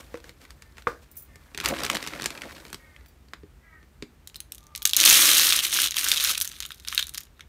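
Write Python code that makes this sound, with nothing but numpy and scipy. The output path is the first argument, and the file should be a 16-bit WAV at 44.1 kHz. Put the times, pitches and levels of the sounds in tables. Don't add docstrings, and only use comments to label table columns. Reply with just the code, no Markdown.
import sys
import numpy as np
from scipy import signal
from scipy.fft import rfft, irfft
from scipy.io import wavfile
from scipy.ndimage import uniform_filter1d

SR = 44100
rng = np.random.default_rng(int(sys.argv[2]) if len(sys.argv) > 2 else 0)


def level_to_linear(level):
    exponent = np.asarray(level, float) / 20
    return 10 ** exponent


def materialize(psi):
    bounded = np.clip(np.atleast_2d(psi).T, -1, 1)
    quanta = np.round(bounded * 32767).astype(np.int16)
    wavfile.write(sys.argv[1], SR, quanta)


N = 329868
TIME_S = np.arange(N) / SR


def in_time(rows):
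    s, *columns = np.transpose(rows)
    return [np.interp(TIME_S, s, c) for c in columns]


def at_hz(points, hz):
    point_hz, value = np.array(points).T[:2]
    return np.interp(np.log(hz), np.log(point_hz), value)


def colour(x, points):
    gain = level_to_linear(at_hz(points, np.fft.rfftfreq(16384, 1 / SR) + 1))
    cepstrum = irfft(np.log(gain))
    cepstrum[1:8192] *= 2
    cepstrum[8193:] = 0
    taps = irfft(np.exp(rfft(cepstrum)))
    return signal.fftconvolve(x, taps / np.sqrt(np.sum(taps ** 2)))[:N]


def resonance(x, hz, sharpness):
    b, a = signal.iirpeak(hz, sharpness, fs=SR)
    return signal.lfilter(b, a, x)


def white():
    return rng.standard_normal(N)


def drift(rate_hz):
    r = np.exp(-2 * np.pi * rate_hz / SR)
    slow = signal.lfilter([1], [1, -2 * r, r * r], rng.standard_normal(N + SR))[SR:]
    return slow / slow.std()


def fade(t60):
    return level_to_linear(-60 / (t60 * SR))


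def place(times, gains):
    out = np.zeros(N)
    np.add.at(out, (np.asarray(times) * SR).astype(int), gains)
    return out


def burst(power, t60, tail=0):
    tail_stretch = 3.96
    swell = signal.lfilter([.12], [1, -.88], power + 1e-18)
    fast, slow = fade(t60) ** 2, fade(tail_stretch * t60) ** 2
    shape = signal.lfilter([1 + tail, -slow - tail * fast], np.poly([fast, slow]), swell)
    return np.sqrt(np.abs(shape)) * white()


def ticks(power, hz, t60, sharp, ring_db, reach, click_db, below, count=12):
    click_lag, tail_db = 20, -13
    pitches = np.geomspace(1000, 13500, count)
    patch = np.round(np.interp(np.log(hz), np.log(pitches), np.arange(count)))
    out = 0
    for k, centre in enumerate(pitches):
        own = power * (patch == k)
        puff = burst(own, t60, tail=level_to_linear(2 * tail_db))
        puff = puff + level_to_linear(click_db) * np.roll(np.sqrt(own), click_lag)
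        dull = np.exp(-2 * np.pi * reach * centre / SR)
        thin = np.exp(-2 * np.pi * below * centre / SR)
        out = out + (1 - dull) ** 2 * signal.lfilter([1, -1], np.poly([dull, dull, thin]), puff)
        out = out + level_to_linear(ring_db) * np.sqrt(SR / centre) * resonance(puff, centre, sharp)
    return out


def grains(per_s, level_db, spread_db):
    sizes = level_to_linear(2 * spread_db * np.minimum(rng.exponential(1, N), 4))
    touches = rng.random(N) < per_s / SR
    return touches * sizes / sizes.mean() * level_to_linear(2 * level_db) * 1000 / per_s


def struck(hits, modes, scatter_db):
    s, hit_db = np.transpose(hits)
    chance, out = rng.standard_normal((len(hits), len(modes))), 0
    for k, (hz, mode_db, t60) in enumerate(modes):
        r, w = fade(t60), 2 * np.pi * hz / SR
        strength = level_to_linear(hit_db + mode_db + scatter_db * chance[:, k])
        clicks = place(s, strength * np.sign(chance[:, k - 1]))
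        out = out + signal.lfilter([0, np.sin(w)], [1, -2 * r * np.cos(w), r * r], clicks + 1e-18)
    return out


# f/Hz, level/dB [per Hz]
AIR_COLOUR = [(30, -24), (43, -2), (66, 1), (88, -3), (100, -20), (135, -7.5), (160, -15), (384, -20),
              (520, -26.5), (1040, -29), (1650, -29.5), (5400, -40), (9000, -42), (16000, -44)]
# t/s, level/dB
HAND_EFFORT = [(0.0, -54.5), (0.16, -66), (1.3, -66.5), (1.59, -60), (1.647, -31.5), (1.76, -40),
               (1.85, -35), (2.03, -44), (2.32, -46), (2.6, -49), (2.76, -60.5), (2.94, -66), (3.3, -79)]


def air():
    still_db, shake_db = -54, -8
    shake = level_to_linear(shake_db + 1.6 * (in_time(HAND_EFFORT)[0] + 41) - 46.5)
    return np.hypot(level_to_linear(still_db), shake) * colour(white(), AIR_COLOUR)


# t/s, length [s], first f/Hz, last f/Hz, level/dB, throat pitch factor
CAWS = [
    (.56, 0.24, 298, 285, -67, 0.92),
    (1.278, 0.14, 299, 296, -61, 0.95),
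    (2.736, 0.34, 318, 268, -58.5, 1.05),
    (3.612, 0.23, 328, 292, -55, 0.996),
    (4.559, .5, 299, 294, -57, 0.61),
]
# f/Hz, level/dB
THROAT = [(500, -27), (1000, -25), (1250, -13.5), (1600, -15), (1950, -4), (2250, -9.5), (2700, -51),
          (4000, -36.5)]


def crow():
    out, hoarse = np.zeros(N), drift(30)
    for start, length, first_hz, last_hz, level_db, gape in CAWS:
        part = slice(int(start * SR), int((start + length) * SR))
        along = np.linspace(0, 1, part.stop - part.start)
        rasp = hoarse[part]
        pitch_hz = first_hz + (last_hz - first_hz) * along ** 1.8 + 2.5 * rasp
        phase = 2 * np.pi * np.cumsum(pitch_hz) / SR
        voice = 0
        for k in range(2, 11):
            flutter = level_to_linear(2.5 * np.roll(hoarse, 997 * k)[part])
            voice = voice + level_to_linear(at_hz(THROAT, k * first_hz / gape)) * np.sin(k * phase + k * k) * flutter
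        growl_db = 4 * np.sin(phase / 5 + 2 * rasp)
        envelope = np.sin(np.pi * along ** .7) ** .9
        out[part] += level_to_linear(level_db + 2.5 * rasp + growl_db) * envelope * voice
    return out


# t/s, length [s], level/dB
SWISHES = [
    (0, 0.014, -49.5),
    (0.086, 0.14, -61),
    (0.226, 0.094, -57),
    (0.401, 0.064, -58),
    (0.494, 0.04, -61),
    (0.763, 0.053, -58),
    (1.016, 0.032, -59.5),
]


def sleeve():
    gain = 0
    for start, length, level_db in SWISHES:
        along = np.clip((TIME_S - start) / length, 0, 1)
        gain = gain + level_to_linear(level_db) * np.sin(np.pi * along) ** 0.6
    return signal.lfilter([1], [1, -.75], gain * level_to_linear(1.2 * drift(60)) * white())


# t/s, level/dB
JINGLE = [(1.114, -53.5), (1.155, -58), (1.168, -42), (1.171, -44), (1.179, -50), (1.187, -48),
          (1.196, -53), (1.205, -55), (1.222, -51), (1.248, -59), (1.64, -41), (1.68, -37), (3.059, -63),
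          (3.083, -62)]
# f/Hz, level/dB, t60 [s]
BANGLE_MODES = [(6040, -17, 0.061), (7370, -14, .05), (8790, -20.5, 0.038), (9650, -8, 0.069),
                (11000, -5, 0.065), (12070, -7, 0.063), (13020, -15, 0.05), (13500, -8, .05),
                (14490, -6, 0.054), (14800, -1.5, 0.091)]
# f/Hz, level/dB, t60 [s]
THICK_RING = [
    [(3.06, -61.5), (3.083, -58.5)],
    [(4660, -9, 0.13), (5900, -1, .06)],
]


def bangles():
    s, hit_db = np.transpose(JINGLE)
    chiff = burst(place(s, level_to_linear(2 * (hit_db - 2))), t60=0.095)
    chiff = np.diff(chiff, n=2, prepend=[0, 0])
    thin_rings = struck(JINGLE, BANGLE_MODES, scatter_db=6.0)
    return thin_rings + struck(*THICK_RING, scatter_db=5.5) + chiff


# t/s, level/dB
KNOCKS = [
    (.8708, -8),
    (.8737, -13),
    (.8768, -19.5),
]
# f/Hz, level/dB, t60 [s]
SHELL_MODES = [(328, -15.5, 0.11), (494, -4, 0.053), (1040, -3.5, 0.0066), (1180, 4.5, 0.014),
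               (1480, 1, 0.011), (2150, -8, 0.017), (2455, -9, 0.02), (3530, -14.5, 0.011)]
# f/Hz, level/dB [per Hz]
SHUDDER = [(200, -7), (500, 3), (850, -11), (1200, -4.5), (1600, -3), (2600, -23), (5000, -19.5),
           (12000, -31.5)]


def knock():
    shell = struck(KNOCKS, SHELL_MODES, scatter_db=3.5)
    shell = level_to_linear(-9.0) * signal.lfilter([.6], [1, -.4], shell)
    landing = place([KNOCKS[0][0]], level_to_linear(2 * -34.0))
    return shell + colour(burst(landing, t60=0.28), SHUDDER)


# t/s, peak level/dB, ring f/Hz
SNAPS = [(1.5467, -28.0, 2340), (1.576, -22.5, 4290), (1.586, -28.5, 1750), (1.6011, -22, 3130),
         (1.6109, -24, 2150), (1.6491, -19.5, 2620), (1.6585, -11.0, 5260), (1.6788, -26.5, 2390),
         (1.6868, -13.5, 4940), (1.7013, -26, 3420), (1.7403, -30, 1770), (1.763, -26.5, 1640),
         (1.7681, -27.5, 2690), (1.7786, -35, 1980), (1.7875, -25.0, 2710), (1.794, -28.5, 2260),
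         (1.8049, -24.5, 2510), (1.8346, -17, 4860), (1.845, -24.5, 1600), (1.8497, -18.5, 6710),
         (1.864, -20, 2940), (1.8996, -12.5, 3170), (1.915, -24.0, 4220), (1.931, -25.5, 4690),
         (1.9465, -22, 7270), (1.9508, -16, 2770), (1.9564, -20, 4630), (1.969, -20.0, 4390),
         (2.0267, -24, 3960), (2.04, -28, 2170), (2.0487, -31, 2020), (2.0646, -28, 3320),
         (2.0738, -20.0, 4600), (2.083, -31, 4300), (2.1357, -25.5, 1370), (2.151, -33.5, 2030),
         (2.16, -35.0, 1620), (2.1983, -26, 1510), (2.211, -28.5, 2360), (2.2202, -22.5, 5280),
         (2.2312, -28, 2810), (2.2414, -21, 3750), (2.2514, -31.5, 1820), (2.2586, -12, 5440),
         (2.3044, -25.0, 3520), (2.3753, -32, 2600), (2.4188, -26.5, 2610), (2.4352, -33, 1470),
         (2.4417, -43, 3060), (2.4964, -41.0, 1700), (2.509, -36.5, 1800), (2.5252, -40.0, 2620),
         (2.565, -40, 2440), (2.5674, -38, 1530), (2.5804, -39, 1690), (2.602, -41, 4020),
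         (2.6514, -35.0, 2340), (2.6652, -38, 2520), (2.6817, -43, 6150), (2.7023, -42, 9150)]
# t/s, peak level/dB, ring f/Hz, thump level/dB [against the tick]
TAPS = [(0.1416, -37, 1770, 14), (0.1428, -36.5, 900, 12), (0.1543, -39.5, 1510, 1),
        (0.1729, -39.5, 2780, 2), (0.202, -45, 3400, 0), (0.242, -36.5, 1890, 1), (0.2934, -36.5, 3360, -3),
        (0.4155, -43, 4180, -5), (0.451, -38, 1850, -17), (0.5056, -37, 5250, -25),
        (0.622, -35.5, 4220, -26), (0.77, -41, 1680, -14), (0.782, -34.5, 1720, -15),
        (0.822, -40.5, 3960, -21), (1.3571, -39.5, 6980, -9.5), (2.729, -25, 5900, -12),
        (2.7443, -27, 5380, -9.5), (2.963, -41.5, 2883, -26), (3.0093, -48.5, 2240, -3),
        (3.0602, -47, 5680, -12), (3.285, -49, 4950, -20), (3.3346, -28.5, 3100, -15),
        (3.433, -50, 1980, 16), (3.829, -52, 3200, 1), (4.0238, -28, 4200, -0.5), (4.0327, -45.5, 2400, 5)]
# f/Hz, level/dB, t60 [s]
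TABLE_MODES = [(158, -7.5, 0.085), (236, -7.5, 0.086), (317, -4.5, 0.077), (403, -3.5, 0.078),
               (486, -4.5, 0.017)]
# f/Hz, level/dB [per Hz]
BAG_COLOUR = [(290, -6.5), (500, -6.5), (761, -4), (1030, 1), (2390, 0.5), (2890, -3), (3540, -2.5),
              (10500, -7.5), (12100, -9), (16000, -16.5)]
# f/Hz, level/dB [per Hz]
THUMP = [(70, -18.5), (150, -1.5), (330, 3), (430, -10.5), (520, 4), (900, -7), (1600, -43.5)]


def bag():
    snap_thump_db, thump_follows = -35, 0.58
    rub_db, rub_lag_s = -5.5, 0.028
    shift_db, shift_follows = -10, 0.64
    pushes = [(s, db, hz, snap_thump_db + thump_follows * (db + 20.5) - db) for s, db, hz in SNAPS]
    s, peak_db, ring_hz, thump_db = np.transpose(TAPS + pushes)

    hits = place(s, level_to_linear(2 * (peak_db - 3.0)))
    snaps = ticks(hits, np.maximum(place(s, ring_hz), 1), t60=0.013, sharp=1.8, ring_db=-12.5,
                  reach=4.0, click_db=4.5, below=0.2)
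    on_table = np.abs(TIME_S - 3.5) < .7
    snaps = np.where(on_table, signal.lfilter([.6], [1, -.55], snaps), snaps)

    pushed = np.transpose([s + 0.0009, peak_db + thump_db - 3])
    held = s < KNOCKS[0][0]
    thumps = struck(pushed[~held], TABLE_MODES, scatter_db=3.0)
    thumps = thumps + level_to_linear(1.5) * struck(pushed[held], SHELL_MODES[:2], scatter_db=-3.0)

    effort_db, = in_time(HAND_EFFORT)
    late_db, = in_time([(s + rub_lag_s, db) for s, db in HAND_EFFORT])
    creases = grains(500 * level_to_linear(3.0 * drift(25)), effort_db - 9, spread_db=2.5)
    crackle = ticks(creases, 900 * 2 ** (2.6 * rng.random(N)), t60=.012, sharp=2.5, ring_db=-1,
                    reach=3.5, click_db=3, below=.1)
    shifting_db = shift_db + shift_follows * (late_db + 46.0) - 45.0 + 1.5 * drift(30)
    shifting = np.diff(level_to_linear(shifting_db) * white(), prepend=0)
    rubbing = level_to_linear(late_db + rub_db + 3.8 * drift(17)) * white()
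    film = colour(snaps + crackle + shifting, BAG_COLOUR)
    return film + signal.lfilter([.1], [1, -.9], thumps) + colour(rubbing, THUMP)


# t/s, length [s], first level/dB, last level/dB
SURGES = [
    (4.971, 0.068, -22.5, -16.5),
    (5.057, 0.35, -9.5, -13.5),
    (5.364, 0.23, -11.5, -21),
    (5.635, 0.086, -19, -33),
    (5.729, 0.13, -18, -21),
    (5.964, 0.18, -23.5, -23),
    (6.161, 0.15, -26.5, -19.5),
    (6.346, 0.51, -36, -58),
    (6.879, 0.15, -37.5, -39.5),
    (7.144, 0.092, -43, -58.5),
]


def surges():
    rise_db_per_s, fall_db_per_s = 902, 603
    level_db = -120
    for start, length, first_db, last_db in SURGES:
        held = first_db + (last_db - first_db) * np.clip((TIME_S - start) / length, 0, 1)
        rise = rise_db_per_s * np.maximum(start - TIME_S, 0)
        fall = fall_db_per_s * np.maximum(TIME_S - start - length, 0)
        level_db = np.maximum(level_db, held - (rise + fall))
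    return level_db


# t/s, peak level/dB, ring f/Hz
FIRST_SEEDS = [(4.2741, -27.0, 7450), (4.2833, -50, 7450), (4.292, -48, 9050), (4.2984, -40, 3210),
               (4.3448, -33, 3010), (4.358, -27.5, 4160), (4.364, -33.5, 12500), (4.4037, -24.5, 10980),
               (4.4163, -49.0, 2820), (4.4223, -51.0, 2650), (4.521, -24.5, 7950), (4.5334, -45, 1300),
               (4.5407, -49.0, 6550), (4.5478, -35.5, 9650), (4.554, -39.0, 7950), (4.5816, -33.5, 6550),
               (4.6066, -50, 6980), (4.6299, -47.5, 4440), (4.64, -48.0, 4440), (4.658, -48, 1300),
               (4.668, -41, 7450), (4.7188, -48.5, 1300), (4.7512, -19, 2040), (4.76, -20, 5060),
               (4.7768, -28, 7450), (4.8207, -22, 3430), (4.8273, -23.5, 12500), (4.8543, -2.5, 7450),
               (4.8626, -14.5, 8480), (4.866, -25, 1300), (4.8726, -19.5, 5750), (4.875, -17.0, 10300),
               (4.8854, -33, 4740), (4.8942, -17.5, 8480), (4.899, -19.5, 5060), (4.9104, -20.5, 4740),
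               (4.9342, -6.5, 3430), (4.9461, -16, 3010), (4.9542, -20.5, 2040), (4.9659, -4, 10980),
               (4.9698, -8.5, 7450), (4.98, -17, 1680), (4.9835, -18, 5060), (4.9876, -17.0, 12500),
               (4.991, -16, 5060), (4.9943, -9.5, 1920), (5.002, -3, 4740), (5.0114, -7, 4740),
               (5.0222, -16.0, 5390), (5.033, -6, 3210), (5.0385, -2, 2650), (5.0521, -1.0, 10980),
               (5.0553, -8.0, 3430)]
MORE_SEEDS = [
    (4.8531, -11, 8500),
    (4.6386, -50, 7000),
    (5.9185, -22, 4500),
    (6.9918, -20, 4200),
    (5.381, -9, 6000),
]
LOUD_SEEDS = [(5.0605, -0.5, 5060), (5.0763, -6, 2820), (5.0923, -4.0, 9650), (5.1, -5.5, 6980),
              (5.11, -4, 2330), (5.1275, -2, 7950), (5.1423, -4.5, 5750), (5.153, -7.5, 3660),
              (5.174, -6, 2180), (5.2224, -12.5, 9050), (5.2396, -8.5, 5060), (5.2556, -8.0, 7950),
              (5.276, -11, 1300), (5.3142, -6, 2330), (5.3964, -11.5, 3010), (5.4122, -9, 1680),
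              (5.4335, -8, 1680), (5.452, -14, 1300), (5.4693, -10.5, 5060), (5.4906, -8, 3430),
              (5.5061, -8, 3210), (5.5242, -5.5, 3210), (5.5305, -10.5, 4160), (5.5362, -13, 2480),
              (5.5383, -15.5, 1800), (5.546, -22, 1300), (5.5686, -20, 4740), (5.5803, -24, 5060),
              (5.5906, -11.5, 3010), (5.598, -14.5, 3010), (5.605, -12.5, 2040), (5.6274, -18, 2650),
              (5.6315, -21, 6980), (5.6403, -20.5, 5390), (5.6497, -11, 3430), (5.653, -16.5, 6980),
              (5.6667, -23, 3660), (5.6784, -22.0, 3430), (5.6816, -23, 5750), (5.7078, -19, 3210),
              (5.7207, -18.5, 6140), (5.729, -11, 2820), (5.7367, -15.0, 5750), (5.744, -22.5, 9650),
              (5.749, -20, 3210), (5.7575, -15, 3430), (5.7663, -11, 3010), (5.773, -12, 3430),
              (5.7883, -9.5, 1800), (5.8013, -9, 3010), (5.8183, -11, 9050), (5.831, -10.5, 3010),
              (5.8347, -14.5, 11720), (5.841, -14, 3010), (5.8513, -14.0, 3900), (5.8568, -18, 1680),
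              (5.8607, -17.0, 5060), (5.8644, -23, 10980), (5.8723, -10.0, 3210), (5.884, -18, 3010)]
LATER_SEEDS = [(5.909, -18, 6980), (5.9214, -17.5, 2650), (5.9431, -19, 3210), (5.9586, -23, 1390),
               (5.9682, -12, 3210), (5.981, -12.5, 2330), (5.985, -13, 5750), (5.9924, -15, 7950),
               (6.013, -23, 2180), (6.015, -21, 2480), (6.0325, -22, 2820), (6.0429, -13.0, 9650),
               (6.0463, -13.0, 4440), (6.0604, -26, 3010), (6.0653, -12, 1800), (6.076, -16, 3210),
               (6.086, -12.5, 7950), (6.0945, -17, 7950), (6.1049, -21.5, 9650), (6.1167, -4.0, 4160),
               (6.129, -15.0, 1390), (6.137, -14.0, 5750), (6.1442, -18, 3210), (6.161, -15, 3660),
               (6.1676, -16, 3010), (6.174, -13, 3010), (6.1805, -15, 3210), (6.2, -11.0, 2650),
               (6.2073, -13, 4160), (6.2149, -15, 3010), (6.2272, -17.0, 6980), (6.24, -12, 10300),
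               (6.2477, -7.5, 4160), (6.253, -11, 2650), (6.274, -17, 3900), (6.2943, -12, 3430),
               (6.319, -38, 2180), (6.334, -24.0, 4160), (6.3374, -21, 2330), (6.349, -18, 3210),
               (6.3529, -16, 2480), (6.3763, -17, 2330), (6.3786, -14.5, 7950), (6.402, -20.0, 10980),
               (6.4125, -9.0, 7450), (6.4192, -15.0, 10300), (6.4245, -17.0, 11720), (6.447, -22.0, 12500),
               (6.4527, -20, 6140), (6.4757, -20, 6140)]
LAST_SEEDS = [(6.491, -32, 9050), (6.4965, -39, 8480), (6.5129, -36.0, 4160), (6.5166, -29.0, 3010),
              (6.525, -34.0, 6140), (6.5325, -33, 2650), (6.5387, -36.0, 1680), (6.5547, -35.0, 3010),
              (6.566, -34, 4160), (6.592, -48, 10980), (6.6039, -16.5, 4160), (6.612, -31.0, 2180),
              (6.6248, -21.5, 4160), (6.6315, -25, 3430), (6.6409, -31.0, 3430), (6.6522, -22.5, 3010),
              (6.655, -30, 1300), (6.662, -29, 12500), (6.6893, -41, 9650), (6.706, -23.5, 1800),
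              (6.719, -26, 3900), (6.737, -42, 2180), (6.7448, -38.0, 10980), (6.7992, -37.5, 6140),
              (6.8497, -30.5, 3430), (6.8758, -18.5, 2650), (6.8847, -18, 5060), (6.9, -38, 4160),
              (6.918, -32, 4160), (6.9263, -13.5, 1480), (6.948, -19, 10300), (6.955, -25.0, 3210),
              (6.978, -5.5, 3430), (6.9935, -12.5, 3430), (6.997, -14, 3430), (7.0093, -23, 2820),
              (7.012, -29, 3210), (7.0266, -18, 3430), (7.041, -37, 9650), (7.0693, -27.0, 8480),
              (7.0821, -32, 4160), (7.0933, -27, 9050), (7.1384, -33, 10300), (7.1462, -21, 5060),
              (7.1545, -30, 4160), (7.1761, -24, 9650), (7.1798, -18, 5390), (7.206, -32, 12500),
              (7.212, -35, 3660), (7.2335, -44, 6980), (7.2346, -39.5, 11720), (7.2529, -46, 6140),
              (7.2692, -41, 1300), (7.3946, -33, 1680), (7.4077, -28.5, 2180), (7.414, -48.0, 1920),
              (7.424, -48, 1680)]
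# f/Hz, level/dB [per Hz]
BOTTLE_COLOUR = [(150, -27.5), (330, -21), (720, -25), (1200, -13.5), (2000, -12), (3300, -5.5), (4000, -4),
                 (4700, -8.5), (6400, -5), (7600, -9.5), (9400, -5), (12400, -5.5), (14000, -7.5),
                 (16000, -9.5)]
# f/Hz, width [Hz], level/dB
NECK_POCKETS = [(1510, 760, 0.5), (3700, 100, -4)]


def seeds():
    heavy_per_s, heavy_db = 88, -14
    all_seeds = FIRST_SEEDS + MORE_SEEDS + LOUD_SEEDS + LATER_SEEDS + LAST_SEEDS
    s, peak_db, ring_hz = np.transpose(all_seeds)
    s = s - .0003
    hits = place(s, level_to_linear(2 * (peak_db - 4.0)))
    single = ticks(hits, np.maximum(place(s, ring_hz), 1), t60=0.0096, sharp=2.63, ring_db=-7,
                   reach=2.2, click_db=10.5, below=.3)

    level_db = surges()
    per_s = 2300 * level_to_linear(.4 * (level_db + 16.5) + 1.3 * drift(43))
    power = grains(per_s, level_db - 5.5, spread_db=1.5)
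    power = power + grains(heavy_per_s, level_db + heavy_db, spread_db=3.0)
    stream = ticks(power, 1100 * 2 ** (3.6 * rng.random(N)), t60=.004, sharp=3.0, ring_db=-1,
                   reach=5.0, click_db=8, below=.15)
    rattle = colour(single + stream, BOTTLE_COLOUR)

    pile = np.clip((TIME_S - 5.2) / 1.8, 0, 1) ** 2
    pockets = 0
    for hz, width_hz, gain_db in NECK_POCKETS:
        pockets = pockets + level_to_linear(gain_db) * resonance(rattle, hz, hz / width_hz)
    body = level_to_linear(-36.5 + 2 * drift(3.0)) * colour(burst(power, t60=0.077), THUMP)
    body += 3.0 * (1 - pile) ** 4 * resonance(body, 360, 12.0)
    return rattle + pile * pockets + body


def room(x):
    t60_s = 0.19
    t = np.arange(int(.4 * SR)) / SR
    tail = rfft(rng.standard_normal(len(t)) * level_to_linear(-60 * t / t60_s) * (t > .004))
    tail = irfft(tail / np.sqrt(uniform_filter1d(np.abs(tail) ** 2, size=60)))
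    tail = signal.lfilter([1], [1, -.35], tail)
    return signal.fftconvolve(x, tail / np.sqrt(np.sum(tail ** 2)))[:N]


def scene():
    far = crow()
    near = sleeve() + bangles() + knock() + bag() + seeds()
    background = air() + far + level_to_linear(0.5) * room(far)
    return (background + near + level_to_linear(-15.5) * room(near))[None]


def top_cut(x):
    return signal.sosfilt(signal.butter(12, 16470, fs=SR, output="sos"), x)


def record(dry):
    dip = dry - .5 * resonance(dry, 10400, 12.0)
    cut = signal.sosfilt(signal.cheby2(14, 45, 16050, fs=SR, output="sos"), dip)
    cut = signal.sosfilt(signal.butter(4, 38, "high", fs=SR, output="sos"), cut)
    return top_cut(np.clip(cut, -1, 1))


dry = scene()
out = record(dry)
materialize(out)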